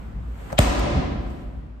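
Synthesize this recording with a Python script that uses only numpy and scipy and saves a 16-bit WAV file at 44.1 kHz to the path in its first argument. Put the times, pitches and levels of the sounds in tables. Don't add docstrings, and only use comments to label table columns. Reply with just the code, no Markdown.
import sys
import numpy as np
from scipy import signal
from scipy.fft import rfft, irfft
from scipy.io import wavfile
from scipy.ndimage import uniform_filter1d

SR = 44100
rng = np.random.default_rng(int(sys.argv[2]) if len(sys.argv) > 2 else 0)


def log_audio(samples):
    frames = np.atleast_2d(samples).T
    limited = np.clip(frames, -1, 1)
    pcm = np.round(limited * 32767).astype(np.int16)
    wavfile.write(sys.argv[1], SR, pcm)


N = 79380
TIME = np.arange(N) / SR
HIT_S = .5884

# start in seconds, relative level in dB.
CRACK_TIMES = [(0.5882, -0.5), (0.5898, 9), (0.5907, -6), (0.5927, 0.5)]
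# frequency in Hz, relative level in dB.
CRACK_SPECTRUM = [(200, -5.5), (600, -2), (1000, -16.5), (1300, -1.5), (1750, -3), (2100, -4), (3300, -6.5),
                  (4800, -13), (5600, -15.5), (8300, -7.5), (10500, -26), (13000, -18), (15500, -29.5)]


def amp(db):
    return 10 ** (np.asarray(db) / 20)


def unit(x):
    return x / np.sqrt(np.mean(x ** 2) + 1e-20)


def at_hz(points, hz):
    table_hz, value = np.transpose(points)
    return np.interp(np.log(hz + 1), np.log(table_hz + 1), value)


def envelope(points):
    return amp(np.interp(TIME, *np.transpose(points)))


def pan(left_db):
    return amp([[left_db / 2], [-left_db / 2]])


def delay(x, delay_s):
    return np.pad(x, (max(round(delay_s * SR), 0), 0))[:N]


def burst(start_s, decay_s):
    return (TIME >= start_s) * np.exp(-np.maximum(TIME - start_s, 0) / decay_s)


def bell(centre_s, half_s):
    return np.exp(-((TIME - centre_s) / half_s) ** 2)


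def noise(spectrum, tilt_db_per_oct=0, peaks=()):
    # frequency in Hz, left-right correlation.
    coherence = [(50, 0.83), (130, 0.89), (290, 0.45), (640, -0.065), (1400, -0.1), (15000, 0.22)]
    hz = np.fft.rfftfreq(N, 1 / SR)
    left, other = rfft(rng.standard_normal((2, N)))
    shared = np.clip(at_hz(coherence, hz), -1, 1)
    right = shared * left + np.sqrt(1 - shared ** 2) * other
    lift_db = sum(db / (1 + (2 * (hz - centre_hz) / width_hz) ** 2) for centre_hz, width_hz, db in peaks)
    gain = amp(at_hz(spectrum, hz) + lift_db + tilt_db_per_oct * np.log2((hz + 1) / 1000))
    return irfft(np.array([left, right]) * gain, N) * np.sqrt(SR / 2)


def click(spectrum):
    log_gain = np.log(amp(at_hz(spectrum, abs(np.fft.fftfreq(N, 1 / SR)))))
    pulse = np.fft.ifft(np.exp(np.conj(signal.hilbert(log_gain)))).real
    return pulse / abs(pulse).max()


def rumble():
    # frequency in Hz, noise density in dB.
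    spectrum = [(22, -77.5), (45, -52), (65, -55.5), (100, -63), (140, -64.5), (250, -68), (350, -78.5),
                (700, -83), (1200, -84.5), (2500, -96), (4500, -107), (8000, -117), (15000, -130)]
    # time in seconds, gain in dB.
    drift = [(0, 2.5), (.3, -0.5), (1.3, 1), (1.8, -5.5)]
    depth_db, swell_s, reach_hz = 1.7, .08, 1200
    hz, t, bands = signal.stft(noise(spectrum), SR, nperseg=1024, noverlap=768)
    patches = uniform_filter1d(rng.standard_normal(bands.shape[1:]), size=round(swell_s / t[1]), axis=1)
    patches = unit(uniform_filter1d(patches, size=8, axis=0))
    bands *= amp(depth_db * patches / (1 + (hz[:, None] / reach_hz) ** 2))
    return envelope(drift) * signal.istft(bands, SR, nperseg=1024, noverlap=768)[1][:, :N]


def hum():
    # time in seconds, rms level in dB.
    levels = [(0, -33), (.07, -36.5), (.11, -47.5), (.165, -32.5), (.32, -30), (.38, -44), (1.38, -63),
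              (1.47, -33), (1.68, -43.5), (1.8, -38.5)]
    wander = unit(uniform_filter1d(rng.standard_normal(N), size=5000))
    pitch_hz = 56.46 * (1 + .02 * wander)
    return envelope(levels) * np.sqrt(2) * np.sin(2 * np.pi * np.cumsum(pitch_hz) / SR)


def hall():
    # frequency in Hz, noise density in dB before the decay.
    spectrum = [(25, -59.5), (55, -30.5), (100, -40), (170, -40.5), (260, -38), (440, -45), (580, -39),
                (660, -44), (760, -41), (900, -48.5), (1200, -47), (1700, -49.5), (3200, -54.5),
                (5000, -58), (8300, -59), (9400, -63), (10500, -83), (11700, -67.5), (13600, -69.5),
                (15500, -89.5)]
    # centre in Hz, width in Hz, lift in dB.
    resonances = [(273, 37, 3), (340.4, 14, 3.5), (598, 18, 6), (714, 35, 5.5), (765, 35, 3),
                  (983, 55, 8.5), (1030, 35, 3), (1172, 40, 3.5), (1230, 16, 6), (1319, 25, 5.5),
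                  (2070, 140, 2.5), (2530, 67, 3.5)]
    # frequency in Hz, T60 in seconds.
    decay_times = [(60, 1.6), (200, 1.975), (600, 1.4), (1500, 1.244), (3200, 1.186), (5000, 1.03),
                   (8000, 0.69), (13000, 0.52)]
    predelay_s, build_s, bass_build_s, bass_hz = .004, .0069, .015, 200
    ripple_db, ripple_hz = 1.5, 70
    wash = rfft(noise(spectrum, peaks=resonances))
    ripple = unit(uniform_filter1d(rng.standard_normal(wash.shape), size=round(ripple_hz * N / SR)))
    hz, t, bands = signal.stft(irfft(wash * amp(ripple_db * ripple), N), SR, nperseg=256)
    bass_rise = 1 - np.exp(-(hz[:, None] / bass_hz) ** 2) * np.exp(-t / bass_build_s)
    decay = amp(-60 * t / at_hz(decay_times, hz)[:, None])
    tail = signal.istft(bands * bass_rise * decay, SR)[1][:, :N]
    return tail * np.clip((TIME - predelay_s) / build_s, 0, 1)


def clothes():
    # time in seconds, level in dB.
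    levels = [(0, -53.5), (.18, -60), (.33, -53.5), (.40, -46.5), (.51, -44), (.56, -47.5), (1.15, -59.5),
              (1.32, -52), (1.45, -58), (1.8, -73.5)]
    # frequency in Hz, relative level in dB.
    spectrum = [(150, -4.5), (500, 4), (1500, -4.5), (3000, -12), (5500, -25), (8000, -17.5), (10500, -33),
                (13000, -21), (16000, -40)]
    return envelope(levels) * unit(noise(spectrum))


def taps():
    # start in seconds, level in dB, decay in seconds, tilt in dB per octave.
    contacts = [(0.5224, -35, 0.0072, 0), (.528, -26.5, 0.0029, 0), (0.795, -26, 0.0033, 4),
                (1.303, -49, 0.0081, 1)]
    # frequency in Hz, relative level in dB.
    spectrum = [(100, -6.5), (600, 6), (1300, -1.5), (2800, -23), (5000, -15.5), (8000, -17.5),
                (11000, -30.5), (13500, -23), (16000, -38.5)]
    direct = sum(amp(db) * burst(start_s, decay_s) * unit(noise(spectrum, tilt))
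                 for start_s, db, decay_s, tilt in contacts)
    room = hall()
    reverb = signal.fftconvolve(direct, room / np.linalg.norm(room[0]), axes=1)[:, :N]
    return direct * pan(left_db=-.5) + amp(-9.5) * reverb


def hands():
    # time in seconds, level in dB.
    slide_levels = [(0, -120), (.49, -63), (.503, -37), (.515, -46), (.528, -44), (.545, -63), (.6, -120)]
    brush_levels = [(1.2, -91), (1.29, -75), (1.35, -75), (1.415, -69), (1.46, -85), (1.65, -91)]
    # frequency in Hz, relative level in dB.
    slide_spectrum = [(200, -10), (550, 4.5), (900, -1.5), (1300, 0), (2000, -1.5), (2800, -18.5),
                      (6000, -27), (15000, -37)]
    pat_spectrum = [(60, -12), (160, 1), (330, -12), (550, 1.5), (900, -8), (1300, -11), (2000, -27.5),
                    (8000, -49.5)]
    brush_spectrum = [(1000, -6), (4000, 1), (8500, -1.5), (13500, -9), (15500, -19.5)]
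    slide = envelope(slide_levels) * unit(noise(slide_spectrum))
    pat = amp(-26) * burst(start_s=.5275, decay_s=.012) * unit(noise(pat_spectrum))
    brush = envelope(brush_levels) * unit(noise(brush_spectrum))
    return slide + pat + brush


def catch():
    # frequency in Hz, relative level in dB.
    spectrum = [(40, -1.5), (110, 5), (180, 8), (260, -3.5), (400, -9.5), (800, -32), (2000, -29),
                (8000, -68)]
    return amp(-21.5) * bell(centre_s=.97, half_s=.042) * unit(noise(spectrum))


def booms():
    # centre in seconds, peak level in dB, pitch in Hz, half length in seconds.
    swells = [(0.556, -28.5, 58, 0.034), (.678, -7, 56, 0.017), (.700, -6, 54, 0.015),
              (0.807, -11.5, 53, 0.028), (0.924, -17.5, 57.15, 0.021), (0.96, -19.5, 80.6, 0.0097),
              (0.987, -15, 67.7, 0.017), (1.06, -20, 70, .012), (1.12, -25, 62, .016),
              (1.198, -23, 61.6, 0.016), (1.277, -26, 50, 0.032)]
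    return sum(amp(db) * bell(centre_s, half_s) * np.cos(2 * np.pi * hz * (TIME - centre_s))
               for centre_s, db, hz, half_s in swells)


def rasp():
    # frequency in Hz, relative level in dB.
    spectrum = [(200, -14.5), (1000, -6.5), (2300, -4), (3200, 2), (4500, -9.5), (7000, -16.5),
                (9000, -26.5), (15000, -40.5)]
    full_s, rise_s, end_s = .5837, .0031, CRACK_TIMES[-1][0]
    swell = np.exp(np.minimum(TIME - full_s, 0) / rise_s) * (TIME < end_s)
    return amp(-20.5) * pan(left_db=6) * swell * unit(noise(spectrum))


def reflections():
    scatter = amp(-14) * burst(HIT_S, decay_s=.012)
    echo = amp(-17) * burst(HIT_S + .016, decay_s=.035)
    return (scatter + echo) * unit(noise(CRACK_SPECTRUM))


def knock():
    # pitch in Hz, level in dB, T60 in seconds, lag after the hit in seconds.
    modes = [(602, 7, 0.035, .0001), (766, 3, 0.021, 0.00049), (1170, -0.5, .026, 0.00015),
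             (413, -6.5, 0.055, 0.0044), (205, 1, 0.034, 0.0055)]
    attack_s = .0009
    ring = np.zeros(N)
    for hz, db, t60_s, lag_s in modes:
        t = np.maximum(TIME - HIT_S - lag_s, 0)
        attack = 1 - np.exp(-t / attack_s)
        ring += amp(db - 60 * t / t60_s) * attack * np.sin(2 * np.pi * hz * t)
    return ring


def thud():
    # level in dB, decay in seconds.
    stages = [(14, .004), (4.5, 0.035)]
    start_s, attack_s = .5915, .003
    start_hz, end_hz, glide_s = 200, 48, .0077
    t = np.maximum(TIME - start_s, 0)
    cycles = end_hz * t + (start_hz - end_hz) * glide_s * (1 - np.exp(-t / glide_s))
    push = sum(amp(db) * np.exp(-t / decay_s) for db, decay_s in stages)
    attack = 1 - np.exp(-(t / attack_s) ** 2)
    return -push * attack * np.sin(2 * np.pi * cycles)


def slap():
    snap = amp(10) * click(CRACK_SPECTRUM)
    grit = amp(-16) * unit(noise(CRACK_SPECTRUM)[0])
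    return sum(amp(db) * (grit * burst(start_s, decay_s=.0007) - delay(snap, start_s))
               for start_s, db in CRACK_TIMES)


def wall_hit():
    left, right = slap() + thud() + pan(left_db=-4) * knock()
    direct = np.array([delay(left, delay_s=.00023), right])
    tail = np.array([delay(side, HIT_S) for side in hall()])
    return rasp() + direct + reflections() + tail


def scene():
    return rumble() + hum() + clothes() + taps() + hands() + catch() + booms() + wall_hit()


def record(dry):
    threshold_db, recovery_db_per_s, ceiling, cutoff_hz = -6.5, 33, .92, 15600
    power_db = 10 * np.log10(abs(uniform_filter1d((dry ** 2).mean(0), size=176)) + 1e-12)
    recovery_db = TIME * recovery_db_per_s
    held_db = np.maximum.accumulate(power_db + recovery_db) - recovery_db
    over_db = np.maximum(held_db - threshold_db, 0)
    ducked = dry / amp(uniform_filter1d(over_db, size=44))
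    rounded = ducked / (1 + (ducked / ceiling) ** 6) ** (1 / 6)
    lowpass = signal.firwin(255, cutoff_hz, window=("kaiser", 9), fs=SR)
    return signal.oaconvolve(rounded, lowpass[None], "same")


dry = scene()
out = record(dry)
log_audio(out)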